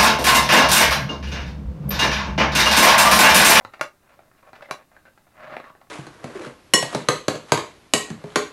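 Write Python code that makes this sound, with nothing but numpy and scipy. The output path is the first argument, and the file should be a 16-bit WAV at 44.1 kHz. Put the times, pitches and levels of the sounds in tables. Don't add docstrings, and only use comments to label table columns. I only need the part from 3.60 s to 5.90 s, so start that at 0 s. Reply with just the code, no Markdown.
import sys
import numpy as np
from scipy import signal
from scipy.fft import rfft, irfft, next_fast_len
from scipy.io import wavfile

SR = 44100
rng = np.random.default_rng(int(sys.argv[2]) if len(sys.argv) > 2 else 0)


def dump_mix(stems):
    frames = np.atleast_2d(stems).T
    limited = np.clip(frames, -1, 1)
    pcm = np.round(limited * 32767).astype(np.int16)
    wavfile.write(sys.argv[1], SR, pcm)


N = 101429
TIME = np.arange(N) / SR

# pitch in Hz, level in dB, ring time in seconds (the time to fade by 60 dB).
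SHAFT_NOTES = [(602, -36.5, 0.052), (733, -58.5, 0.13), (1230, -67.5, 0.013), (1423, -23.5, 0.023),
               (1806, -65, 0.089), (2200, -84, 0.01), (4070, -41, .03)]
# pitch in Hz, level in dB, ring time in seconds.
AIR_THUMP = [(105, -55, 0.22), (168, -48.5, 0.044), (255, -35, 0.086)]


def slaps():
    # start in seconds, strength, treble, hollow ring and change for the later contacts
    # (all in dB), the wall's note in Hz, its level in dB.
    hits = [(0.2112, 10, -3.5, 4.5, -3.5, 2770, -36), (1.1106, 8.5, -2.5, -4, -8, 3974, -28.5)]
    # frequency in Hz, level in dB.
    tone = [(50, -28), (130, -6), (260, -0.5), (600, -3), (950, 3), (1350, -2.5), (1650, -6), (2100, -1.5),
            (2650, -3.5), (3150, -14), (4000, -14), (6200, -13.5), (8500, -24.5), (10500, -18.5),
            (15500, -38)]
    lags = [.00175, .0026]
    out = 0
    for start, db, treble_db, ring_db, later_db, hz, note_db in hits:
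        later = sum(contact(start + lag, db + later_db - 2 * k, settle_s=0.004, settle_db=-1)
                    for k, lag in enumerate(lags))
        force = treble(click(start, db) + later, treble_db)
        body = from_db(ring_db) * ring(force, SHAFT_NOTES) + ring(force, [(hz, note_db, 0.038)])
        thump = from_db(-14.5) * ring(force, AIR_THUMP)
        out += colour(force + body, tone) + thump
    return through_wall(out)


def flops_and_taps():
    # start in seconds, strength in dB, treble in dB, settling time in seconds,
    # wall note in Hz, crease snap in dB, air thump in Hz, its level in dB, its ring time in seconds.
    flops = [(0.0490, -2, 3, 0.0034, 1250, -43, 105, -47, 0.17),
             (0.9315, -8, 1.5, 0.012, 840, -48, 264, -52, .06),
             (1.9670, 6, -4.5, 0.0023, 730, -68, 255, -39.5, 0.053)]
    # start in seconds, strength in dB, treble in dB, wall note in Hz.
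    taps = [(0.01, -13.5, -7, 970), (0.136, -17, 8, 2150), (0.181, -27, -10, 1260), (0.195, -7, -2, 795),
            (0.591, -15.5, -16, 800), (0.714, -21.5, -20, 800), (0.749, -27, -18, 650),
            (0.828, -21.5, -2, 1080), (1.008, -13, 1, 1280), (1.026, -13, 9, 1890), (1.087, -15, -22, 600),
            (1.316, -21.5, -13, 1580), (1.365, -14.5, -6, 1600), (1.453, -21.5, 5.5, 1580),
            (1.576, -18.5, 1.5, 1300), (1.667, -24.5, -9, 1070), (1.804, -14.5, 1, 1510),
            (1.838, -20, -11, 1230), (1.922, -6, -9, 1080), (1.940, -15.5, -5, 1490), (2, -7.5, 2, 1270),
            (2.0412, -9, -1, 1130), (2.101, -13, -17, 1150), (2.1506, -17.5, -25, 814),
            (2.214, -17, 1, 1110), (2.27, -27, -8, 850)]
    # frequency in Hz, level in dB.
    tone = [(50, -15), (200, -6.5), (420, -6), (750, -0.5), (1300, -5), (1900, -5), (2500, -13),
            (3100, -23), (3900, -18.5), (5500, -32.5), (9000, -40.5), (15500, -48)]
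    note_db, note_ring_s = -37, 0.025
    snap_hz, snap_ring_s = 3930, 0.014
    touches = [(contact(start, db, settle_s, settle_db=2.5), treble_db, hz)
               for start, db, treble_db, settle_s, hz, *_ in flops]
    touches += [(contact(start, db, settle_s=0.0051, settle_db=5), treble_db, hz)
                for start, db, treble_db, hz in taps]
    wall = sum(treble(force + ring(force, [(hz, note_db, note_ring_s)]), treble_db)
               for force, treble_db, hz in touches)
    hollow = from_db(-27) * ring(wall, SHAFT_NOTES)
    buckle = sum(ring(click(start, 0), [(snap_hz, snap_db, snap_ring_s), (hz, db, ring_s)])
                 for start, *_, snap_db, hz, db, ring_s in flops)
    return through_wall(colour(wall + hollow, tone) + buckle)


def rubbing():
    # start and length in seconds, level and treble in dB, hollow note in Hz, its boost in dB.
    scuffs = [(0.12, 0.025, -61.5, 9, 2150, -3), (0.135, 0.013, -45.5, 2, 2130, -5),
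              (0.428, 0.074, -68, -2, 1460, -12), (0.49, 0.057, -58.5, -0.5, 2500, -10),
              (0.567, 0.12, -70, -22, 583, 4), (0.767, 0.04, -75, 14, 1910, -5),
              (0.825, 0.045, -58.5, -13, 1100, -1), (0.866, 0.027, -52.5, -6, 601, -1),
              (0.95, 0.014, -50.5, 5.5, 1190, -9), (0.973, 0.033, -58, -18, 480, 2.5),
              (1.019, 0.0084, -51, 10, 558, 7.5), (1.036, .029, -64, 11.5, 2080, 7),
              (1.085, 0.027, -51, -19, 581, 8), (1.179, 0.048, -55.5, -7, 1200, -25),
              (1.321, 0.078, -64.5, -7, 1640, -10), (1.453, 0.034, -56, -1.5, 1590, 4),
              (1.668, 0.012, -62, -15, 1160, -6), (2.042, 0.0607, -51, -4.5, 1146, 1.5),
              (2.154, 0.083, -76, -16, 1260, 4)]
    # time in seconds, level in dB.
    swell = [(1.70, -81), (1.76, -56), (1.80, -50), (1.85, -40.5), (1.89, -44), (1.935, -38.5),
             (1.96, -47.5), (2.00, -54.5), (2.03, -54), (2.06, -76)]
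    # pitch in Hz, level in dB, ring time in seconds.
    pressed_notes = [(128.7, -40.5, 0.22), (616.5, -47, 0.15), (1230, -54, .04)]
    # frequency in Hz, level in dB.
    tone = [(50, -29.5), (150, -11), (380, -6.5), (600, 6), (900, 0.5), (1250, 4.5), (2100, -2), (2600, -5),
            (3200, -13), (4100, -15), (5500, -22.5), (9000, -32.5), (15500, -46)]
    hollow_db, hollow_ring_s = -30.5, 0.026
    attack_s, release_s = 0.0043, 0.0027
    grain = slips()
    grain /= np.std(colour(grain, tone))
    long_rub = grain * from_db(np.interp(TIME, *np.transpose(swell), left=-120, right=-120))
    pressed_ring = from_db(0.5) * ring(long_rub, pressed_notes)
    hand_rustle = from_db(-69.5) * grain
    out = treble(long_rub + pressed_ring, db=-10) + hand_rustle
    for start, length, db, treble_db, hz, boost_db in scuffs:
        rise = np.clip((TIME - start) / attack_s, 0, 1)
        fall = np.exp(-np.maximum(TIME - start - length, 0) / release_s)
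        scuff = treble(grain * rise * fall * from_db(db), treble_db)
        out += scuff + ring(scuff, [(hz, hollow_db + boost_db, hollow_ring_s)])
    thump = from_db(-20) * ring(long_rub, AIR_THUMP)
    return colour(out, tone) + thump


def slips(per_second=1900, spread_db=3.3):
    sizes = from_db(spread_db * np.minimum(rng.exponential(1, N), 4))
    directions = rng.choice([-1, 1], N)
    slipping = rng.random(N) < per_second / SR
    return rms_one(sizes * directions * slipping)


def contact(start, db, settle_s, settle_db):
    age = TIME - start
    patter = rng.standard_normal(N) * (age > 0) * np.exp(-np.abs(age) / settle_s)
    return click(start, db) + from_db(db + settle_db) * patter / np.sqrt(np.sum(patter ** 2))


def click(start, db):
    return -from_db(db) * (np.arange(N) == int(start * SR))


def ring(force, notes):
    out = 0
    for hz, db, ring_s in notes:
        decay = from_db(-60 / (ring_s * SR))
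        turn = decay * np.cos(2 * np.pi * hz / SR)
        out += from_db(db) * signal.lfilter([1, -turn], [1, -2 * turn, decay ** 2], force + 1e-18)
    return out


def through_wall(x, delay_at_1khz_s=0.0007):
    size = next_fast_len(N + SR // 4)
    hz = np.arange(size // 2 + 1) * SR / size
    phase_lag = 4 * np.pi * delay_at_1khz_s * np.sqrt(1000 * hz)
    return irfft(rfft(x, size) * np.exp(-1j * phase_lag), size)[:N]


def treble(x, db, above_hz=2500):
    low = signal.lfilter(*signal.butter(1, above_hz, fs=SR), x + 1e-18)
    return low + from_db(db) * (x - low)


def colour(x, tone, size=8192):
    cepstrum = irfft(np.log(from_db(at_hz(tone, np.arange(size // 2 + 1) * SR / size))))
    cepstrum[1:size // 2] *= 2
    cepstrum[size // 2 + 1:] = 0
    response = irfft(np.exp(rfft(cepstrum)))[:size // 2]
    return signal.fftconvolve(x, response)[:N]


def at_hz(table, hz):
    frequencies, values = np.transpose(table)
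    return np.interp(np.log(hz + 1e-9), np.log(frequencies), values)


def from_db(db):
    return 10 ** (np.asarray(db) / 20)


def rms_one(x):
    return x / np.sqrt(np.mean(x ** 2) + 1e-20)


def room(x):
    # frequency in Hz, level against the direct sound in dB.
    levels = [(100, -7), (300, -7), (600, -4.5), (1300, -5.5), (2600, -5.5), (5000, -2), (11000, -4.5)]
    # frequency in Hz, seconds to fade by 60 dB.
    fade_times = [(100, .21), (1300, .175), (2600, .16), (11000, .165)]
    delay_s, build_s, hold_s = 0.002, 0.002, 0.018
    t = TIME[:SR // 2]
    hz = np.arange(len(t) // 2 + 1) * SR / len(t)
    noise_spectrum = rfft(rng.standard_normal(len(t)))
    edges_hz = np.geomspace(60, 17000, 40)
    build = np.clip((t - delay_s) / build_s, 0, 1)
    echoes = 0
    for low, high in zip(edges_hz, edges_hz[1:]):
        centre = np.sqrt(low * high)
        fade = from_db(-60 * np.maximum(t - hold_s, 0) / at_hz(fade_times, centre))
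        band = irfft(noise_spectrum * ((hz >= low) & (hz < high)), len(t)) * build * fade
        band *= np.sqrt(2 * (high - low) / SR / np.sum(band ** 2))
        echoes += from_db(at_hz(levels, centre)) * band
    return signal.fftconvolve(x, echoes)[:N]


def background_hum():
    # frequency in Hz, relative level in dB.
    tone = [(15, 5), (25, -0.5), (102, 2), (363, -2), (416, -6.5), (2110, -19.5), (2350, -40), (2550, -16),
            (3250, -21.5), (3720, -16.5), (4250, -19.5), (13600, -20.5), (16000, -25.5)]
    return from_db(-62.5) * rms_one(colour(rng.standard_normal(N), tone))


def scene():
    boots = slaps() + flops_and_taps() + rubbing()
    return (boots + room(boots) + background_hum())[None]


def record(dry, cutoff_hz=16100):
    return signal.sosfilt(signal.ellip(10, .1, 70, cutoff_hz, fs=SR, output="sos"), dry)


dry = scene()
out = record(dry)
dump_mix(out)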